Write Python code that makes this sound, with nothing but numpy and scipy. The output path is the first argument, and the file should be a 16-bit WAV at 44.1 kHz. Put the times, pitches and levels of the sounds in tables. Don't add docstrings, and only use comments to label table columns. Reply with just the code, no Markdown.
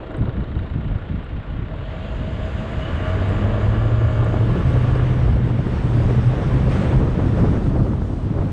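import sys
import numpy as np
from scipy import signal
from scipy.fft import rfft, irfft, next_fast_len
from scipy.io import wavfile
from scipy.ndimage import uniform_filter1d, map_coordinates

SR = 44100
rng = np.random.default_rng(int(sys.argv[2]) if len(sys.argv) > 2 else 0)


def log_audio(samples):
    frames = np.atleast_2d(samples).T
    limited = np.clip(frames, -1, 1)
    pcm = np.round(limited * 32767).astype(np.int16)
    wavfile.write(sys.argv[1], SR, pcm)


N = 375732

# t/s, f/Hz
FIRING_RATE = [(0, 26.9), (.6, 26.9), (1, 29), (1.45, 29), (1.6, 33), (1.78, 40.6), (2.2, 56.6),
               (2.38, 61.5), (2.71, 75), (2.93, 84.6), (3.25, 97.5), (3.4, 102.3), (3.62, 105.5),
               (3.8, 111.3), (3.95, 112.7), (4.22, 113), (4.32, 114.5), (5.1, 126.7), (5.35, 119.7),
               (5.69, 122.7), (5.99, 116.5), (6.35, 125.5), (6.65, 129.5), (6.9, 128), (7.05, 124),
               (7.6, 98), (8.52, 66)]
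# f/Hz, level/dB
PIPE_RESPONSE = [(27, -39.5), (57, -28), (89.5, -37), (92.5, -20), (113, -20), (130, -19.5), (170, -16),
                 (186, -16.5), (205, -6.5), (226, -21), (260, -24)]
# multiple of the firing rate, gain/dB
HARMONICS = [(2, -21), (3, -27), (4, -29)]
# t/s, gain/dB, unsteadiness/dB
DRONE_SWELL = [(0, -1, 3.5), (3.1, -1, -0.5), (3.6, -1.5, 0.5), (3.9, 3, 0), (4.45, 0, 3.5),
               (4.6, -8.5, 7.5), (4.8, 1, 1.5), (5.1, 0.5, 1), (5.3, -6, -0.5), (5.5, -1, 2.5),
               (5.66, -0.5, 3), (5.8, -8.5, 2), (5.95, 2, 0), (6.28, -3, 7), (6.4, -6, -2), (6.58, 2, 2.5),
               (6.73, -5.5, -6), (6.85, -0.5, 0.5), (7.05, -3, 6), (7.3, -9.5, 4.5), (8.52, -14, 1)]
CYLINDER_BLOWS = [1, -.3, .75, -.2]
# t/s, block level/dB, head level/dB
LOAD = [(0, -51, -54), (1, -52, -54), (1.62, -52, -54), (1.72, -41, -53), (2.3, -37.5, -50),
        (2.7, -36, -45), (3.1, -34.5, -38.5), (3.5, -32, -38.5), (3.75, -35.5, -37), (4.32, -35.5, -39),
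        (4.42, -46, -41), (5, -47, -43), (5.3, -52, -54), (8.52, -60, -68)]
# f/Hz, width/Hz, gain/dB
BLOCK_MODES = [(220, 40, -4), (445, 45, -2), (510, 30, -3), (565, 24, -1), (636, 24, 8), (780, 50, -19)]
HEAD_MODES = [(1000, 40, -7), (1155, 55, 2.5), (1425, 60, -1), (1705, 45, 0), (2240, 60, -6),
              (2920, 70, -6)]
# t/s, level/dB
MID_NOISE_LEVEL = [(0, -46), (1.58, -44.5), (2.35, -40.5), (3.13, -34.5), (4.05, -41), (5.08, -36.5),
                   (5.34, -40), (6.6, -37), (7.06, -40), (7.56, -40.5), (7.66, -46), (8.12, -50),
                   (8.52, -45)]
TAPPET_SIZES = [1, .25, .7, .9]
# f/Hz, width/Hz, gain/dB
TAPPET_MODES = [(3000, 500, -21), (3800, 130, -4), (7400, 350, -10)]
COVER_MODES = [(1410, 110, 0), (1900, 220, -7)]
# t/s, strength re cruising/dB, flutter level/dB
WIND_LEVEL = [(0, -25.5, -41.5), (1.3, -19, -37.5), (1.8, -11.5, -36), (2.6, -9.5, -33.5), (3.4, 0.5, -30),
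              (3.9, -0.5, -40), (4.6, 2, -24.5), (5.35, -1, -27), (5.55, -2, -24), (6.4, 1.5, -24),
              (6.98, 3, -20.5), (7.15, 1.5, -22.5), (7.45, 5.5, -20), (7.62, -0.5, -23.5), (7.8, 3.5, -18),
              (7.93, -2.5, -25), (8.25, -6, -24.5), (8.38, 0.5, -22.5), (8.52, -2.5, -25)]
# t/s, length/s, buffet level/dB, flutter level/dB
GUSTS = [(0.17, 0.097, -21.5, -26), (0.345, 0.097, -21, -26.5), (0.47, 0.21, -25.5, -29),
         (0.695, 0.27, -23.5, -29), (1.08, 0.14, -24.5, -32), (1.3, 0.12, -25.5, -40.5),
         (1.472, 0.18, -23.5, -31), (2.098, 0.23, -27, -32), (2.393, 0.088, -23, -42),
         (3.142, 0.18, -25, -25), (5.195, 0.21, -16, -32)]
# t/s, level/dB
AIR_LEVEL = [(0, -81.5), (1.75, -83), (1.95, -72.5), (3.1, -59.5), (4.0, -64), (4.7, -54), (5.25, -57.5),
             (5.4, -60), (5.6, -57.5), (5.7, -54.5), (6.6, -52.5), (7.05, -56), (7.48, -54), (7.91, -58.5),
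             (8.52, -58)]
# f/Hz, relative density/dB
MID_NOISE_SPECTRUM = [(250, -42), (500, -5), (640, -10), (750, -9.5), (1280, -11.5), (1410, -10.5),
                      (1880, -13), (3000, -21), (3700, -25), (4200, -36.5), (5300, -42.5), (6300, -51.5),
                      (7500, -46.5), (8600, -58), (9500, -63.5), (13000, -83)]
BUFFET_SPECTRUM = [(12, -35), (22, -8), (40, 5), (97, 4.5), (140, -5), (195, -8), (300, -19.5),
                   (390, -36.5), (660, -120)]
FLUTTER_SPECTRUM = [(65, -18.5), (120, -1), (200, -7), (300, -12), (450, -29.5), (900, -54.5), (3000, -120)]
ROAR_SPECTRUM = [(150, -25.5), (300, 0.5), (520, -4), (800, -12), (1200, -15.5), (2500, -36.5),
                 (4000, -48.5), (9000, -120)]
AIR_SPECTRUM = [(1500, -9.5), (3000, 9.5), (4200, 8), (5500, 4.5), (6900, 1), (7500, -2), (8300, 2),
                (8800, -2), (9300, -10.5), (10200, -8.5), (10800, -18.5), (12300, -30.5), (13200, -48)]
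RASP_SPECTRUM = [(2000, -24), (2800, 0), (3200, -3), (3700, -9), (4500, -15.5), (9000, -120)]
INTAKE_SPECTRUM = [(3600, -21.5), (4900, 5.5), (5300, -16.5), (5900, -5.5), (6900, 0.5), (7500, -3.5),
                   (8800, -14.5), (9300, -18), (11500, -21.5), (13000, -32)]
# t/s, strength/dB, f/Hz
HIGH_TICKS = [(0.1186, -55, 7400), (0.168, -43, 8200), (0.8395, -64, 7400), (1.1787, -60, 7070),
              (1.244, -53, 7830), (1.292, -61, 7420), (1.5184, -59, 7070), (1.7634, -58, 7600),
              (3.2912, -41, 7700), (4.1087, -51, 7600), (4.246, -42, 7900), (4.4582, -51, 9200),
              (4.7142, -54, 9900), (4.7725, -50, 9600), (4.8304, -50, 9400), (4.954, -36, 4700),
              (6.27, -38, 5000)]
# t/s, strength/dB, f/Hz
EDDY_SLAPS = [(0.209, -10, 121), (0.284, -8, 120), (0.379, -16, 122), (0.565, -8.5, 70), (0.759, -8.5, 144),
              (0.853, -14, 179), (0.917, -14, 76), (0.957, -7, 77), (1.141, -15.5, 192), (1.379, -15, 64),
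              (5.59, -14, 164), (6.001, -11, 116), (6.048, -7.5, 79), (6.104, -10, 126), (7.433, -5.5, 200),
              (7.573, -9, 75), (8.019, -10, 61.9), (8.301, -10.5, 183), (8.389, -4.5, 75.4)]
# t/s, strength/dB, f/Hz
WIND_SNAPS = [(4.269, -17, 517), (4.342, -17.5, 670), (4.41, -21, 541), (4.959, -17, 534),
              (4.996, -15, 441), (5.367, -19.5, 536), (5.474, -22, 444), (5.59, -24, 587),
              (5.668, -18, 400), (6.002, -19, 568), (6.046, -22, 580), (6.106, -19, 530), (6.934, -19, 441),
              (7.573, -18.5, 535), (7.934, -26, 861), (8.018, -21, 444), (8.386, -19.5, 443)]

UNEVEN_HZ = (93, 105)
GEAR_TEETH, GEAR_HZ, GEAR_WIDTH_HZ = 36.5, 2935, 70
TIME = np.arange(N) / SR


def amp(db):
    return 10 ** (np.asarray(db) / 20)


def unit(x):
    return x / np.sqrt(np.mean(x ** 2) + 1e-20)


def curves(rows):
    times, *columns = np.transpose(rows)
    return [np.interp(TIME, times, column) for column in columns]


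def wobble(rate):
    return map_coordinates(rng.standard_normal(int(N * rate / SR) + 4), [TIME * rate])


def filtered(x, response):
    size = next_fast_len(N + SR // 2)
    return irfft(rfft(x, size) * response(np.fft.rfftfreq(size, 1 / SR)), size)[..., :N]


def coloured(x, spectrum):
    f, db = np.transpose(spectrum)
    return unit(filtered(x, lambda hz: amp(np.interp(np.log(hz + 1), np.log(f + 1), db))))


def patchy(spread_db):
    cells = signal.stft(rng.standard_normal(N), nperseg=512)[2]
    field = uniform_filter1d(rng.standard_normal(cells.shape), size=6, axis=0)
    field = uniform_filter1d(field, size=8, axis=1)
    return signal.istft(cells * amp(spread_db * unit(field)), nperseg=512)[1][:N]


def lagged(x, lag_s):
    keep = np.exp(-1 / (lag_s * SR))
    return signal.lfilter([1 - keep], [1, -keep], x)


def resonances(f, modes):
    return sum((-1) ** k * amp(db) * 1j * f * width / (hz * hz - f * f + 1j * f * width)
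               for k, (hz, width, db) in enumerate(modes))


def ringing(x, modes):
    delays_s = rng.uniform(0, .024, 400)

    def response(f):
        lining = 1 / (1 + 1j * f / 4000) ** 6
        lag_cycles = np.cumsum(np.interp(f / 60, np.arange(400), delays_s)) * f[1]
        return resonances(f, modes) * lining * np.exp(-2j * np.pi * lag_cycles)
    return unit(filtered(x, response))


def exhaust(firings, rate_hz, slip_rad_per_db=.2):
    hz, db = np.transpose(PIPE_RESPONSE)
    swell_db, waver_db = curves(DRONE_SWELL)
    strength = amp(np.interp(rate_hz, hz, db) + waver_db * wobble(22))
    drone = strength * np.sin(2 * np.pi * firings + slip_rad_per_db * waver_db * wobble(25))
    for k, gain_db in HARMONICS:
        level_db = np.interp(k * rate_hz, hz, db) + gain_db + waver_db * wobble(9.6)
        drone += amp(level_db) * np.sin(2 * np.pi * k * firings)
    return np.sqrt(2) * amp(swell_db) * drone


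def knock(firings, rate_hz):
    beats = np.arange(1, int(firings[-1]))
    jitter, scatter = rng.standard_normal((len(beats), 2)).T
    at = np.interp(beats, firings, np.arange(N)) + SR * .00005 * jitter
    uneven = np.interp(np.interp(beats, firings, rate_hz), UNEVEN_HZ, [.12, 1])
    cylinder = np.take(CYLINDER_BLOWS, beats % len(CYLINDER_BLOWS))
    size = (.64 + uneven * (cylinder - .64)) * amp(2 * scatter)
    taps = np.floor(at)[:, None] + np.arange(-7, 9)
    offset = taps - at[:, None]
    pulse = np.sinc(offset) * np.cos(np.pi * offset / 16) ** 2
    blows = np.bincount(np.clip(taps, 0, N - 1).astype(int).ravel(), (size[:, None] * pulse).ravel(), N)
    blows /= np.sqrt(np.gradient(firings) * SR)
    block_db, head_db = curves(LOAD)
    growl = amp(-42 - 13.5 * TIME) * rng.standard_normal(N)
    noise_share = np.interp(rate_hz, UNEVEN_HZ, [.15, .03])
    block_force = np.sqrt(1 - noise_share) * unit(blows) + np.sqrt(noise_share) * rng.standard_normal(N)
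    head_force = amp(1.2 * wobble(9)) * blows
    return (np.std(growl) * ringing(growl, BLOCK_MODES)
            + amp(block_db) * ringing(block_force, BLOCK_MODES)
            + amp(head_db) * ringing(head_force, HEAD_MODES))


def mid_noise(firings, rate_hz):
    depth_db = 2.6 * np.clip(30 / rate_hz, 0, 1) ** 1.3
    beat_db = depth_db * (np.cos(2 * np.pi * firings) + .14 * np.cos(np.pi * firings))
    noise = amp(beat_db + .36 * wobble(16)) * patchy(spread_db=.5)
    return amp(curves(MID_NOISE_LEVEL)[0] + sand_spray_db()) * coloured(noise, MID_NOISE_SPECTRUM)


def tappets(firings, idle_hz, lead_firings=.12):
    beats = np.arange(1, int(firings[-1]))
    at = np.searchsorted(firings, beats - lead_firings)
    level_db = -48.5 - 12 * np.maximum(at / SR - .6, 0)
    level_db += .69 * rng.standard_normal(len(beats))
    blows = np.zeros(N)
    blows[at] = np.take(TAPPET_SIZES, beats % len(TAPPET_SIZES)) * amp(level_db)

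    def response(f):
        cover = sum(amp(db) * resonances(f, [(hz, width, 0)]) ** 2 for hz, width, db in COVER_MODES)
        return (resonances(f, TAPPET_MODES) + cover) / (1 + 1j * f / 4500) ** 6
    one_tick = filtered(signal.unit_impulse(N), response)[:SR]
    return filtered(blows, response) / np.sqrt(np.mean(one_tick ** 2) * idle_hz)


def wind():
    wind_db, flutter_db = curves(WIND_LEVEL)
    buffet_gain, flutter_gain = amp(-21 + .66 * wind_db), amp(flutter_db)
    for start, length, gust_buffet_db, gust_flutter_db in GUSTS:
        inside_s = np.minimum(TIME - start, start + length - TIME)
        gust = np.clip(inside_s / .067 + .5, 0, 1)
        buffet_gain = np.maximum(buffet_gain, amp(gust_buffet_db) * gust)
        flutter_gain = np.maximum(flutter_gain, amp(gust_flutter_db) * gust)
    opening_roar = amp(-34.5 - 7.5 * TIME)
    roar_gain = np.hypot(amp(-31 + wind_db), opening_roar)
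    air_gain = amp(curves(AIR_LEVEL)[0] + sand_spray_db())
    eddies = wobble(22)
    buffet = coloured(amp(1.2 * eddies) * rng.standard_normal(N), BUFFET_SPECTRUM)
    flutter = coloured(amp(eddies + 2.3 * wobble(45)) * rng.standard_normal(N), FLUTTER_SPECTRUM)
    roar = coloured(amp(.27 * eddies + 2.4 * wobble(60)) * rng.standard_normal(N), ROAR_SPECTRUM)
    air = coloured(amp(.66 * eddies + .35 * wobble(6)) * patchy(spread_db=1.5), AIR_SPECTRUM)
    return buffet_gain * buffet + flutter_gain * flutter + roar_gain * roar + air_gain * air


def high_ticks(tick_t60_s=.0065, ring_t60_s=.12, ring_hz=8400):
    out, t = np.zeros(N + SR), np.arange(SR // 10) / SR
    attack = 1 - np.exp(-t / .0001)
    ring = amp(-24.5 - 60 * t / ring_t60_s) * np.sin(2 * np.pi * ring_hz * t)
    for start, db, hz in HIGH_TICKS:
        tick = amp(-60 * t / tick_t60_s) * np.sin(2 * np.pi * hz * t)
        out[round(start * SR):][:len(t)] += amp(db) * (tick + ring) * attack
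    return out[:N]


def slaps(push_t60_s=.054, puff_t60_s=.01):
    out, t = np.zeros(N + SR), np.arange(SR // 10) / SR
    lowpass = signal.butter(4, 900, fs=SR, output="sos")
    attack = (1 - np.exp(-t / .0009)) ** 2
    for start, db, hz in EDDY_SLAPS:
        push = -np.sin(2 * np.pi * hz * t) * amp(-60 * t / push_t60_s) * attack
        puff = signal.sosfilt(lowpass, rng.standard_normal(len(t)) * amp(-60 * t / puff_t60_s))
        out[round(start * SR):][:len(t)] += amp(db) * (push + .42 * puff)
    return out[:N]


def intake(spool_s=.27, full_drive_db=-40):
    load_db = curves(LOAD)[0]
    boost_db = lagged(np.minimum(load_db, full_drive_db) - load_db[0], spool_s)
    rasp_db = np.minimum(load_db[0] + boost_db - 6, -50)
    hiss_db = -62 + 1.9 * (boost_db - boost_db.max())
    rasp = coloured(amp(.59 * wobble(22)) * patchy(spread_db=1.5), RASP_SPECTRUM)
    hiss = coloured(amp(.8 * wobble(16)) * patchy(spread_db=1.5), INTAKE_SPECTRUM)
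    return amp(rasp_db) * rasp + amp(hiss_db) * hiss


def gear(firings, rate_hz):
    head_db = curves(LOAD)[1]
    detuning = (GEAR_TEETH * rate_hz - GEAR_HZ) / GEAR_WIDTH_HZ
    excitation = amp(head_db + 2) * np.exp(-detuning ** 2)
    mesh = np.sin(2 * np.pi * GEAR_TEETH * firings)
    buzz_mode = [(GEAR_HZ, 2 * GEAR_WIDTH_HZ, 0)]
    buzz = unit(filtered(rng.standard_normal(N), lambda f: resonances(f, buzz_mode) ** 2))
    return excitation * mesh + amp(7) * lagged(excitation, lag_s=.3) * buzz


def snaps(t60_s=.02):
    out, t = np.zeros(N + SR), np.arange(SR // 20) / SR
    lowpass = signal.butter(6, 1700, fs=SR, output="sos")
    for start, db, hz in WIND_SNAPS:
        burst = -np.sin(2 * np.pi * hz * t) + amp(-2.5) * rng.standard_normal(len(t))
        envelope = amp(db + 1.5 - 60 * t / t60_s)
        out[round(start * SR):][:len(t)] += signal.sosfilt(lowpass, envelope * burst)
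    return out[:N]


def sand_spray_db(at_s=6.72, rise_s=.032, hold_s=.12, fall_s=.21, lift_db=5):
    return np.interp(TIME - at_s, [-rise_s, 0, hold_s, hold_s + fall_s], [0, lift_db, lift_db, 0])


def scene():
    rate_hz = curves(FIRING_RATE)[0]
    firings = np.cumsum(rate_hz * (1 + .0012 * wobble(12))) / SR
    car = exhaust(firings, rate_hz) + knock(firings, rate_hz) + mid_noise(firings, rate_hz)
    car += tappets(firings, idle_hz=rate_hz[0]) + gear(firings, rate_hz) + intake()
    return (car + wind() + slaps() + snaps() + high_ticks())[None]


def record(dry, ceiling=.59, top_hz=13500):
    soft = dry / (1 + np.abs(dry / ceiling) ** 4) ** (1 / 4)
    fade_in = np.minimum(TIME / .005, 1)
    return filtered(soft * fade_in, lambda hz: hz < top_hz)


dry = scene()
out = record(dry)
log_audio(out)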